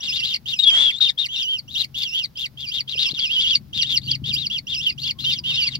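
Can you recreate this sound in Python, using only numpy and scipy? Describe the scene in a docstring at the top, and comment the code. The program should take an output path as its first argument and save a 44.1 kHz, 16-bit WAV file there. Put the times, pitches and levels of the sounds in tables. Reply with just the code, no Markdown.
"""Begging nestlings in an earth burrow

Two or three hoarse, warbling, kingfisher-like whistles overlap in bursts: gliding harmonic tones,
modulated by narrow-band noise and weighted by the throat. Coloured breath noise follows their loudness,
and a short diffuse tail stands for the earth walls. Damped sines are bodies bumping the soil;
outside are an engine of pulses ringing resonances, a far bird's gliding sine hoots and steady air noise."""
import sys
import numpy as np
from scipy import signal
from scipy.fft import rfft, irfft, next_fast_len
from scipy.io import wavfile
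from scipy.ndimage import uniform_filter1d

SR = 44100
rng = np.random.default_rng(int(sys.argv[2]) if len(sys.argv) > 2 else 0)


def wav_record(signal):
    """Record a signal, one row per channel, as 16-bit PCM in the file named by sys.argv[1]."""
    frames = np.transpose(np.atleast_2d(signal))
    bounded = np.clip(frames, -1, 1)
    # unit amplitude maps onto the largest positive 16-bit level
    quanta = np.round(bounded * 32767).astype(np.int16)
    wavfile.write(sys.argv[1], SR, quanta)


N = 255339

# Outside air. Each row: frequency in Hz, relative density in dB per Hz.
AIR_SPECTRUM = [(20, -8), (60, 3.5), (300, -13), (500, -13), (2000, -23), (5000, -20.5), (8000, -35.5),
                (16000, -22)]
AIR_DB = -53.5

# Engine loudness. Each row: time in seconds, level in dB before swell and stereo weights.
ENGINE_LEVEL = [(0, -46), (.9, -47.5), (1.3, -51.5), (2, -46), (2.5, -48), (3.3, -41.5), (4.2, -40.5),
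                (5.2, -43), (5.79, -36)]
# Exhaust resonances. Each row: frequency in Hz, bandwidth in Hz, relative gain in dB.
EXHAUST_MODES = [(59, 9.6, -6.5), (79, 36, -5), (111.2, 19.7, -3), (132.6, 3.7, 6), (152.9, 11.6, -1.5),
                 (204, 40, -7), (297, 117, -15)]
FIRING_HZ = 26.1  # mean rate
SURGE_DB, MISFIRE_DB = 2.0, 4.0  # rms spread of the slow swell and from pulse to pulse

# Far bird. Each row: start in seconds, end in seconds, first Hz, last Hz, level in dB.
HOOTS = [(3.058, 3.115, 1160, 980, -46), (3.36, 3.394, 980, 990, -46), (3.523, 3.573, 1093, 1085, -51),
         (5.146, 5.212, 1050, 1114, -53), (5.057, 5.11, 955, 1120, -52), (5.25, 5.278, 980, 960, -54),
         (5.396, 5.44, 950, 1000, -54), (5.487, 5.54, 947, 1250, -47), (5.644, 5.706, 1073, 1080, -49.5)]
# Contacts with the soil. Each row: start in seconds, envelope peak in dB, pitch in Hz.
BUMPS = [(1.0, -37, 1450), (2.953, -35, 483), (3.133, -29, 266), (3.187, -39, 1454), (4.285, -39.5, 420),
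         (5.239, -44, 1360)]

# Burrow mouth to two microphone ports. Each row: frequency in Hz, left minus right in dB,
# lag of the left in radians.
PORT_RESPONSE = [(106.2, -3, .1), (520, -2.5, 2.2), (1120, 3.5, 3.77), (2050, 1, 3.45), (2800, -6, 1.92),
                 (3240, -1.5, 2.69), (3340, 9, 0.38), (4100, 10.5, 1.5), (4590, 1.5, 1.41),
                 (5480, 2.5, 0.98), (6460, -2.5, 2.28), (11200, 3, 2.74)]
BURROW_T60_S, BURROW_DB = 0.05, -8.5  # decay time of the tail, its gain against the direct sound

# Breath against the loudness of the voices. Each row: time in seconds, hoarse part in dB,
# thin hiss in dB, low rasp in dB.
BREATH_LEVELS = [(0, -1, -30.5, -31), (.55, -6, -23.5, -48), (.62, -15.5, -43, -50), (.75, -17, -38, -21),
                 (.95, -15, -71.5, -41.5), (1.4, -13, -27, -55), (2, -6, -27.5, -59), (2.7, -6, -28, -46.5),
                 (3.4, -3, -41, -38.5), (4, -6, -31, -47.5), (4.6, -8, -34, -48), (5.25, -4, -27, -42.5),
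                 (5.79, 0.5, -40.5, -31.5)]
# Thin hiss. Each row: frequency in Hz, relative density in dB per Hz.
HISS_SPECTRUM = [(5000, -12), (6500, 6), (8200, -8), (9500, -13.5), (11800, 4), (13500, -7.5), (15800, -2)]
# Low rasp. Each row: frequency in Hz, relative density in dB per Hz.
RASP_SPECTRUM = [(400, -14), (600, -1), (1500, -1), (2200, 5), (2800, -16), (5500, -2.5), (8300, -7.5),
                 (8900, -37.5)]
# Rms level spread and corner frequency of each kind of breath.
HOARSE_GRAIN_DB, HOARSE_GRAIN_HZ = 3.5, 250
GUST_DB, GUST_HZ = 3.5, 23
RASP_GUST_DB, RASP_GUST_HZ = 2, 15

# Throat and open bill. Each row: frequency in Hz, gain in dB.
THROAT = [(1600, -35), (2100, -14), (2500, -10.5), (2800, -1), (3100, 3), (3400, -1.5), (3650, 2),
          (3900, -1.5), (4150, -11.5), (4450, 1.5), (4750, -6), (5100, -8.5), (5500, -14.5), (6100, -21),
          (7000, -21), (9500, -31), (11200, -34), (12200, -16.5), (13300, -71.5), (16000, -43)]
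# Arches of the voice; one that starts near the end of the row above carries the same whistle on.
# Each row: start, top and end in seconds, first, top and last pitch in Hz, fundamental level at the top
# and at the end in dB, octave level in dB; levels are before pitch-dependent gains and the throat.
ARCHES = [ (0.005, 0.05, .101, 2660, 3787, 2477, -30.5, -19.5, -14),
          (0.107, 0.161, .216, 2490, 3617, 2668, -29, -22, -18.5),
          (0.212, 0.272, .33, 2668, 3923, 3527, -21.5, -30.5, -25),
          (0.329, 0.322, .368, 3600, 3690, 1980, -36, -21.5, -23),
          (.032, 0.032, .075, 3900, 3844, 3360, -22, -41, -5),
          (0.119, 0.18, .18, 3350, 3750, 3770, -22.5, -34, -7),
          (.172, 0.158, .21, 3200, 3206, 1904, -46.5, -25, -25.5),
          (0.286, 0.314, .35, 3130, 3240, 1967, -26.5, -21, -17),
          (.457, 0.497, .56, 2880, 3750, 2830, -24.5, -35, -18),
          (0.501, 0.508, .545, 3710, 3584, 2625, -34.5, -16, -12.5),
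          (0.559, 0.542, .585, 2560, 2634, 2580, -23, -29, -29),
          (.585, 0.625, .63, 2430, 3080, 3050, -32, -34, -35),
          (.588, 0.599, .61, 3922, 3812, 3720, -8, -16, -15),
          (0.601, 0.611, .624, 3720, 3822, 3780, -32, -21.5, 4),
          (0.628, 0.638, .664, 3676, 3710, 3297, -11.5, -18, -26.5),
          (0.665, 0.674, .717, 3284, 3381, 3154, -4.5, -18, -9),
          (.717, 0.715, .745, 3139, 3147, 3205, -15.5, -14.5, -10),
          (0.741, 0.822, .905, 3204, 3466, 3165, -10.5, -16, -21),
          (0.68, 0.694, .708, 2950, 2840, 2180, -23, -10, -19),
          (0.895, 0.896, .915, 2620, 2780, 1830, -16.5, -18, -31),
          (0.905, .932, .951, 3160, 3582, 3434, -26.5, -22, -36),
          (.951, 0.984, .99, 3437, 3730, 4070, -36, -7, -8),
          (1.006, 1.016, 1.085, 3634, 3760, 3596, -10.5, -23.5, -9),
          (1.087, 1.097, 1.108, 3630, 3740, 3300, -13, -22, -32.5),
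          (1.017, 1.028, 1.108, 3630, 3670, 1580, -20.5, -22, -22.5),
          (1.178, 1.191, 1.21, 3063, 3723, 3664, -17.5, -24.5, -38),
          (1.206, 1.218, 1.253, 3734, 3710, 3510, -21.5, -36, -38),
          (1.18, 1.206, 1.27, 3400, 3710, 1880, -25.5, -22.5, -25),
          (1.285, 1.327, 1.377, 2890, 3258, 2730, -28, -28, -20),
          (1.38, 1.402, 1.435, 2660, 3140, 2297, -25, -23.5, -16),
          (1.327, 1.38, 1.462, 3430, 3688, 2868, -24, -25.5, -14),
          (1.469, 1.507, 1.535, 2938, 3192, 3075, -20, -23.5, -26),
          (1.522, 1.536, 1.603, 3090, 3113, 2000, -18.5, -40, -26.5),
          (1.678, 1.728, 1.775, 2710, 3886, 2884, -34, -23.5, -25),
          (1.751, 1.794, 1.825, 2630, 3941, 3610, -18.5, -16, -11.5),
          (1.809, 1.813, 1.85, 3520, 3610, 1990, -43.5, -20, -24.5),
          (1.943, 1.981, 2.043, 2772, 3660, 1920, -25, -26, -21.5),
          (2.0, 2.027, 2.1, 3520, 3560, 2627, -23, -29, -16.5),
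          (2.098, 2.192, 2.198, 2616, 3508, 3370, -26, -10, -22.5),
          (2.13, 2.172, 2.26, 2660, 3200, 1918, -21, -30.5, -21.5),
          (2.355, 2.432, 2.438, 2996, 3770, 3790, -31, -52.5, -34.5),
          (2.372, 2.417, 2.468, 2364, 3530, 1860, -25, -23, -24),
          (2.573, 2.609, 2.682, 3054, 3610, 2310, -30.5, -28.5, -30),
          (2.684, 2.762, 2.79, 2310, 3817, 3610, -36.5, -28.5, -27),
          (2.717, 2.751, 2.815, 2976, 3677, 1915, -23, -25, -20),
          (2.877, 2.907, 2.96, 2939, 4020, 2480, -25.5, -24, -27),
          (2.963, 3.006, 3.095, 2460, 3878, 2135, -17, -24, -22),
          (2.993, 2.995, 3.058, 3785, 3775, 3710, -61, -24, -21),
          (3.056, 3.053, 3.079, 2810, 2752, 2628, -11.5, -29.5, -14),
          (3.072, 3.126, 3.125, 2585, 4007, 3885, -22, -13, -21),
          (3.141, 3.139, 3.2, 3810, 3690, 2100, -31.5, -23.5, -20),
          (3.187, 3.218, 3.279, 2821, 3425, 2485, -19, -18.5, -17),
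          (3.281, 3.337, 3.383, 2485, 3310, 2929, -22, -17.5, -28),
          (3.384, 3.424, 3.46, 2989, 3466, 2867, -18.5, -19.5, -13.5),
          (3.457, 3.497, 3.575, 2877, 3388, 1999, -24, -31, -25.5),
          (3.39, 3.415, 3.44, 3310, 3580, 3240, -21.5, -33, -20),
          (3.459, 3.497, 3.56, 3130, 3390, 2153, -17.5, -20.5, -10.5),
          (3.73, 3.758, 3.838, 2846, 3774, 1650, -25, -22.5, -16.5),
          (3.773, 3.766, 3.834, 3620, 3622, 2800, -21, -25.5, -10),
          (3.83, 3.879, 3.933, 2800, 3720, 3637, -28.5, -22.5, -21),
          (3.891, 3.907, 3.985, 3416, 3490, 1940, -18.5, -22.5, -12.5),
          (4.014, 4.049, 4.12, 3435, 4690, 2082, -34, -29, -14),
          (4.074, 4.113, 4.16, 2806, 3410, 1923, -22, -26.5, -23),
          (4.24, 4.287, 4.343, 3020, 3776, 2335, -23.5, -23.5, -25.5),
          (4.333, 4.398, 4.475, 2335, 3910, 2024, -22.5, -31, -20.5),
          (4.498, 4.53, 4.595, 2646, 3457, 1990, -21.5, -25.5, -22),
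          (4.668, 4.702, 4.753, 2662, 3594, 2263, -25.5, -22, -18.5),
          (4.7, 4.723, 4.783, 3575, 3690, 2560, -32, -22, -16),
          (4.787, 4.845, 4.85, 2560, 3700, 3700, -30.5, -31, -17.5),
          (4.827, 4.822, 4.91, 3625, 3594, 2000, -25, -23, -22),
          (4.864, 4.861, 4.93, 3010, 3080, 2353, -15, -31, -32.5),
          (4.978, 5.035, 5.083, 2690, 4600, 1944, -26.5, -25, -22),
          (5.032, 5.075, 5.116, 2750, 3516, 1930, -23, -22.5, -18.5),
          (5.188, 5.223, 5.26, 3014, 4100, 3470, -24, -24.5, -31),
          (5.241, 5.284, 5.345, 2760, 3153, 1996, -19, -26, -19.5),
          (5.294, 5.321, 5.395, 3540, 3718, 2317, -21, -37, -16.5),
          (5.438, 5.484, 5.544, 2824, 3200, 2550, -22.5, -21.5, -31),
          (5.545, 5.593, 5.693, 2550, 3053, 2030, -23.5, -19, -18.5),
          (5.463, 5.551, 5.629, 3590, 3724, 2267, -25, -21, -24),
          (5.637, 5.693, 5.76, 2267, 4060, 2082, -39, -27.5, -22), ]
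JOIN_S, JOIN_SHARE = .014, .11  # gap in seconds and in pitch ratio that still counts as one whistle
RISE_BEND, FALL_BEND = 1.6, 1.9  # flatness of an arch's top at the whistle's ends (1 = pointed)
ONSET_DB = -6  # start of a whistle against its first top
PUSH_UNDER_HZ, PUSH_DB_PER_KHZ = 2484, 21  # extra effort at low pitch
OCTAVE_PIVOT_HZ, OCTAVE_DB_PER_KHZ = 2600, -20  # the octave thins above the pivot
FLARE_HZ, FLARE_WIDTH_HZ, FLARE_DB = 2370, 100, 9  # and flares around this pitch
# Roughness of the voices at a given strain. Each row: time in seconds, roughness from 0 to 1.
ROUGHNESS = [(.56, 1), (.59, .25), (.68, .5), (.76, 1), (.9, 1), (.94, .4), (1.02, .6), (1.3, 1), (1.43, 1),
             (1.47, .3), (1.7, .4), (1.78, 1), (3.99, 1), (4.03, .25), (4.07, .4), (4.12, 1), (4.33, .9),
             (4.39, .3), (4.5, .8), (4.97, .6), (5.1, .8), (5.5, .9)]
FLUTTER_DEPTH, SIDE_TONE_DEPTH = .58, .27  # rms at full strain and roughness, before power is evened out
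JITTER = .03  # rms share of pitch at full strain and roughness
BREATHY_WITH_STRAIN = 1.5  # exponent: a strained voice lets through more breath
# Third to fifth harmonic against the fundamental. Each entry: level in dB before the throat.
UPPER_DB = [-11.5, -6, -7.5]
OVERTONE_PATCH_DB, OVERTONE_PATCH_HZ = 5, 30  # overtones come and go: rms spread, corner frequency


def amp(db):
    """An amplitude ratio is ten to the power of decibels over twenty."""
    return 10 ** (np.asarray(db) / 20)


def unit(x):
    """Division by the root mean square gives unit power."""
    return x / np.sqrt(np.mean(x ** 2) + 1e-20)


def in_time(rows, t):
    """Linear interpolation turns sparse rows into continuous control curves."""
    s, *columns = np.transpose(rows)
    return [np.interp(t, s, column) for column in columns]


def at_hz(points, hz, axis=1):
    """Spectral columns are interpolated along logarithmic frequency."""
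    points = np.array(points)
    return np.interp(np.log(hz + 1), np.log(points[:, 0]), points[:, axis])


def wobble(hz, size=N):
    """Two equal one-pole low-passes turn white noise into a slow fluctuation of unit rms."""
    r = np.exp(-2 * np.pi * hz / SR)
    settle = 4000  # samples dropped while the filter settles
    white = rng.standard_normal(size + settle)
    return unit(signal.lfilter([1], [1, -2 * r, r * r], white)[settle:])


def noise(spectrum, alike):
    """A shared noise component sets the correlation of two spectrally shaped channels; joint rms 1."""
    common, left, right = rng.standard_normal((3, N))
    alike = np.clip(alike, 0, 1)
    pair = np.sqrt(alike) * common + np.sqrt(1 - alike) * np.array([left, right])
    hz = np.arange(N // 2 + 1) * SR / N
    return unit(irfft(rfft(pair) * amp(at_hz(spectrum, hz)), N))


def resonance(x, hz, width_hz):
    """A damped mode is a two-pole band-pass with about unit gain at its peak."""
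    r = np.exp(-np.pi * width_hz / SR)
    zeros = np.array([1, 0, -1]) * (1 - r * r) / 2
    poles = [1, -2 * r * np.cos(2 * np.pi * hz / SR), r * r]
    return signal.lfilter(zeros, poles, x)


def outside_air():
    """Random pressure with little correlation between the sides makes a steady, wide air noise."""
    return amp(AIR_DB) * noise(AIR_SPECTRUM, alike=0.2)


def engine(rough, uneven_db):
    """Uneven firing pulses and turbulence excite the exhaust's resonant modes; rms 1."""
    turns = np.cumsum(FIRING_HZ * (1 + 0.0083 * wobble(3))) / SR
    fires = np.diff(np.floor(turns), prepend=0) > 0
    pulses = unit(fires * amp(uneven_db * rng.standard_normal(N)))
    drive = pulses + rough * rng.standard_normal(N)
    modes = np.zeros(N)
    for k, (hz, width_hz, db) in enumerate(EXHAUST_MODES):
        modes += (-1) ** k * amp(db) * resonance(drive, hz, width_hz)  # alternating polarity
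    return unit(signal.sosfilt(signal.butter(4, 330, fs=SR, output="sos"), modes))


def engine_rumble(t):
    """Two independent engine signals reach the sides in different shares, as by two paths."""
    first, second = [engine(rough=1.36, uneven_db=MISFIRE_DB) for path in range(2)]
    level = amp(in_time(ENGINE_LEVEL, t)[0] + SURGE_DB * wobble(1.35))
    return level * (first * amp([[2.5], [-3]]) + second * [[-.2], [.3]])


def hoots():
    """A sine of linearly gliding frequency swells and fades as a soft hoot."""
    out = np.zeros(N)
    for start, end, first_hz, last_hz, db in HOOTS:
        span = np.arange(round(start * SR), round(end * SR))
        glide = np.linspace(first_hz, last_hz, len(span))
        swell = np.sqrt(np.hanning(len(span)))
        out[span] = amp(db) * swell * np.sin(2 * np.pi * np.cumsum(glide) / SR)
    return out


def bumps(fade_s):
    """A soft contact is a heavily damped swing whose envelope peaks after one time constant."""
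    out, t = np.zeros(N), np.arange(2000) / SR
    envelope = np.e * t / fade_s * np.exp(-t / fade_s)
    for s, db, hz in BUMPS:
        at = round(s * SR)
        out[at:at + 2000] += amp(db) * np.sin(2 * np.pi * hz * t) * envelope
    return out


def burrow(x):
    """Direct sound differs in level and phase by port; wall reflections form a decaying diffuse tail."""
    size = next_fast_len(N + 8192)
    hz = np.arange(size // 2 + 1) * SR / size
    # averaged over about 150 Hz
    balance_db, lag = (uniform_filter1d(at_hz(PORT_RESPONSE, hz, axis=c), size=900) for c in (1, 2))
    ratio = amp(balance_db)
    right = np.sqrt(2 / (1 + ratio ** 2))  # keeps the summed power of the ports constant
    direct = np.array([right * ratio * np.exp(-1j * lag), right + 0j])
    t = np.arange(6000) / SR
    tail = rng.standard_normal((2, len(t))) * amp(-60 * t / BURROW_T60_S) * (t > .0015)
    tail /= np.linalg.norm(tail, axis=1, keepdims=True)
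    tail = rfft(tail, size) * abs(direct)
    return irfft(rfft(x, size) * (direct + amp(BURROW_DB) * tail), size)[:, :N]


def breath(t, loudness):
    """Turbulent flow gives hoarse, hissing and rasping noise that grows with the voices' loudness."""
    hoarse_db, hiss_db, rasp_db = in_time(BREATH_LEVELS, t)
    hoarse_spectrum = THROAT[:15] + [(9000, -60)]  # stops under the top throat resonance
    hoarse = amp(hoarse_db + HOARSE_GRAIN_DB * wobble(HOARSE_GRAIN_HZ)) * loudness ** 1.093
    hiss = amp(hiss_db + GUST_DB * wobble(GUST_HZ)) * loudness ** 0.82
    rasp = amp(rasp_db + RASP_GUST_DB * wobble(RASP_GUST_HZ)) * loudness ** 0.63
    hoarse = hoarse * noise(hoarse_spectrum, alike=1.0)
    hiss = hiss * noise(HISS_SPECTRUM, alike=0.072)
    return hoarse + hiss + rasp * noise(RASP_SPECTRUM, alike=0.14)


def phrases():
    """Continuity of time and pitch joins arches into whistles; neighbours meet halfway."""
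    rows = np.array(ARCHES)
    near_in_time = abs(rows[1:, 0] - rows[:-1, 2]) < JOIN_S
    near_in_pitch = abs(rows[1:, 3] / rows[:-1, 5] - 1) < JOIN_SHARE
    joined = near_in_time & near_in_pitch
    for k in np.flatnonzero(joined):
        meeting = (rows[k, [2, 5]] + rows[k + 1, [0, 3]]) / 2
        rows[k, [2, 5]] = rows[k + 1, [0, 3]] = meeting
    return np.split(rows, np.flatnonzero(~joined) + 1)


def contour(arches, t):
    """Pitch arches through each top with rounded dips; effort and pitch set the harmonic levels."""
    which = np.searchsorted(arches[1:, 0], t)
    start, top, end, first_hz, top_hz, last_hz, _, _, octave_db = arches[which].T
    before = np.clip((top - t) / np.maximum(top - start, 1e-4), 0, 1)
    after = np.clip((t - top) / np.maximum(end - top, 1e-4), 0, 1)
    rise = np.where(which == 0, before ** RISE_BEND, np.sin(np.pi / 2 * before) ** 2)
    fall = np.where(which == len(arches) - 1, after ** FALL_BEND, np.sin(np.pi / 2 * after) ** 2)
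    pitch = top_hz - (top_hz - first_hz) * rise - (top_hz - last_hz) * fall
    effort_s = [t[0], *arches[:, 1:3].ravel()]
    effort_db = np.interp(t, effort_s, [arches[0, 6] + ONSET_DB, *arches[:, 6:8].ravel()])
    first_db = effort_db + PUSH_DB_PER_KHZ * np.maximum(PUSH_UNDER_HZ - pitch, 0) / 1000
    flare_db = FLARE_DB * np.exp(-((pitch - FLARE_HZ) / FLARE_WIDTH_HZ) ** 2)
    thinning_db = OCTAVE_DB_PER_KHZ * np.maximum(pitch - OCTAVE_PIVOT_HZ, 0) / 1000
    return pitch, first_db, octave_db + flare_db + thinning_db


def whistles(flutter_hz, strain_hz, depth, grit, jitter, upper_db, edge_s):
    """The syrinx flutters more at high pitch, modulating harmonics; returns sound and loudness."""
    out, power = np.zeros(N), np.zeros(N)
    flutter = unit(resonance(rng.standard_normal(N), flutter_hz, 33))
    shake = wobble(340)
    side_tone = unit(resonance(rng.standard_normal(N), 350, 110))  # a second vibration adds side tones
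    patch_db = OVERTONE_PATCH_DB * wobble(OVERTONE_PATCH_HZ)
    for k, rows in enumerate(phrases()):
        span = np.arange(round(rows[0, 0] * SR), min(N, round(rows[-1, 2] * SR)))
        t = span / SR
        curves = contour(rows, t)
        pitch, first_db, second_db = (uniform_filter1d(c, size=250, mode="nearest") for c in curves)
        strain = np.clip((pitch - strain_hz) / 600, .3, 1)
        rough = strain * in_time(ROUGHNESS, t)[0]
        own = (span + 9001 * k) % N  # each whistle reads the fluctuations at its own offset
        swell = 1 + rough * (depth * flutter[own] + grit * side_tone[own])
        swell /= np.sqrt(1 + rough ** 2 * (depth ** 2 + grit ** 2))  # evens out mean power
        phase = 2 * np.pi * np.cumsum(pitch * (1 + jitter * rough * shake[own])) / SR
        edges = np.clip(np.minimum(t - t[0], t[-1] - t) / edge_s, 0, 1)
        second_db = second_db + patch_db[own] * rough
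        upper = first_db + patch_db[own]
        harmonics = [first_db, second_db] + [upper + db for db in upper_db]
        for order, db in enumerate(harmonics, 1):
            hz = order * pitch
            level = edges * amp(db + at_hz(THROAT, hz)) * (hz < .45 * SR)
            out[span] += np.sqrt(2) * level * swell * np.sin(order * phase)
            power[span] += level ** 2 * strain ** BREATHY_WITH_STRAIN
    return out, np.sqrt(uniform_filter1d(power, size=450).clip(0))


def scene():
    """Superposition adds the burrow's voices, breath and bumps to the engine, far bird and air."""
    t = np.arange(N) / SR
    voices, loudness = whistles(flutter_hz=143, strain_hz=2977, depth=FLUTTER_DEPTH,
                                grit=SIDE_TONE_DEPTH, jitter=JITTER, upper_db=UPPER_DB, edge_s=0.0024)
    near = burrow(voices + breath(t, loudness)) + bumps(fade_s=0.0012)
    outside = engine_rumble(t) + hoots() * [[1], [.3]] + outside_air()
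    return near + outside


def record(dry):
    """Saturation rounds the peaks; a steep low-pass, 70 dB down at 16150 Hz, removes the top."""
    rounded = 1.614 * np.tanh(dry / 1.98)
    return signal.sosfilt(signal.cheby2(24, 70, 16150, fs=SR, output="sos"), rounded)


dry = scene()
out = record(dry)
wav_record(out)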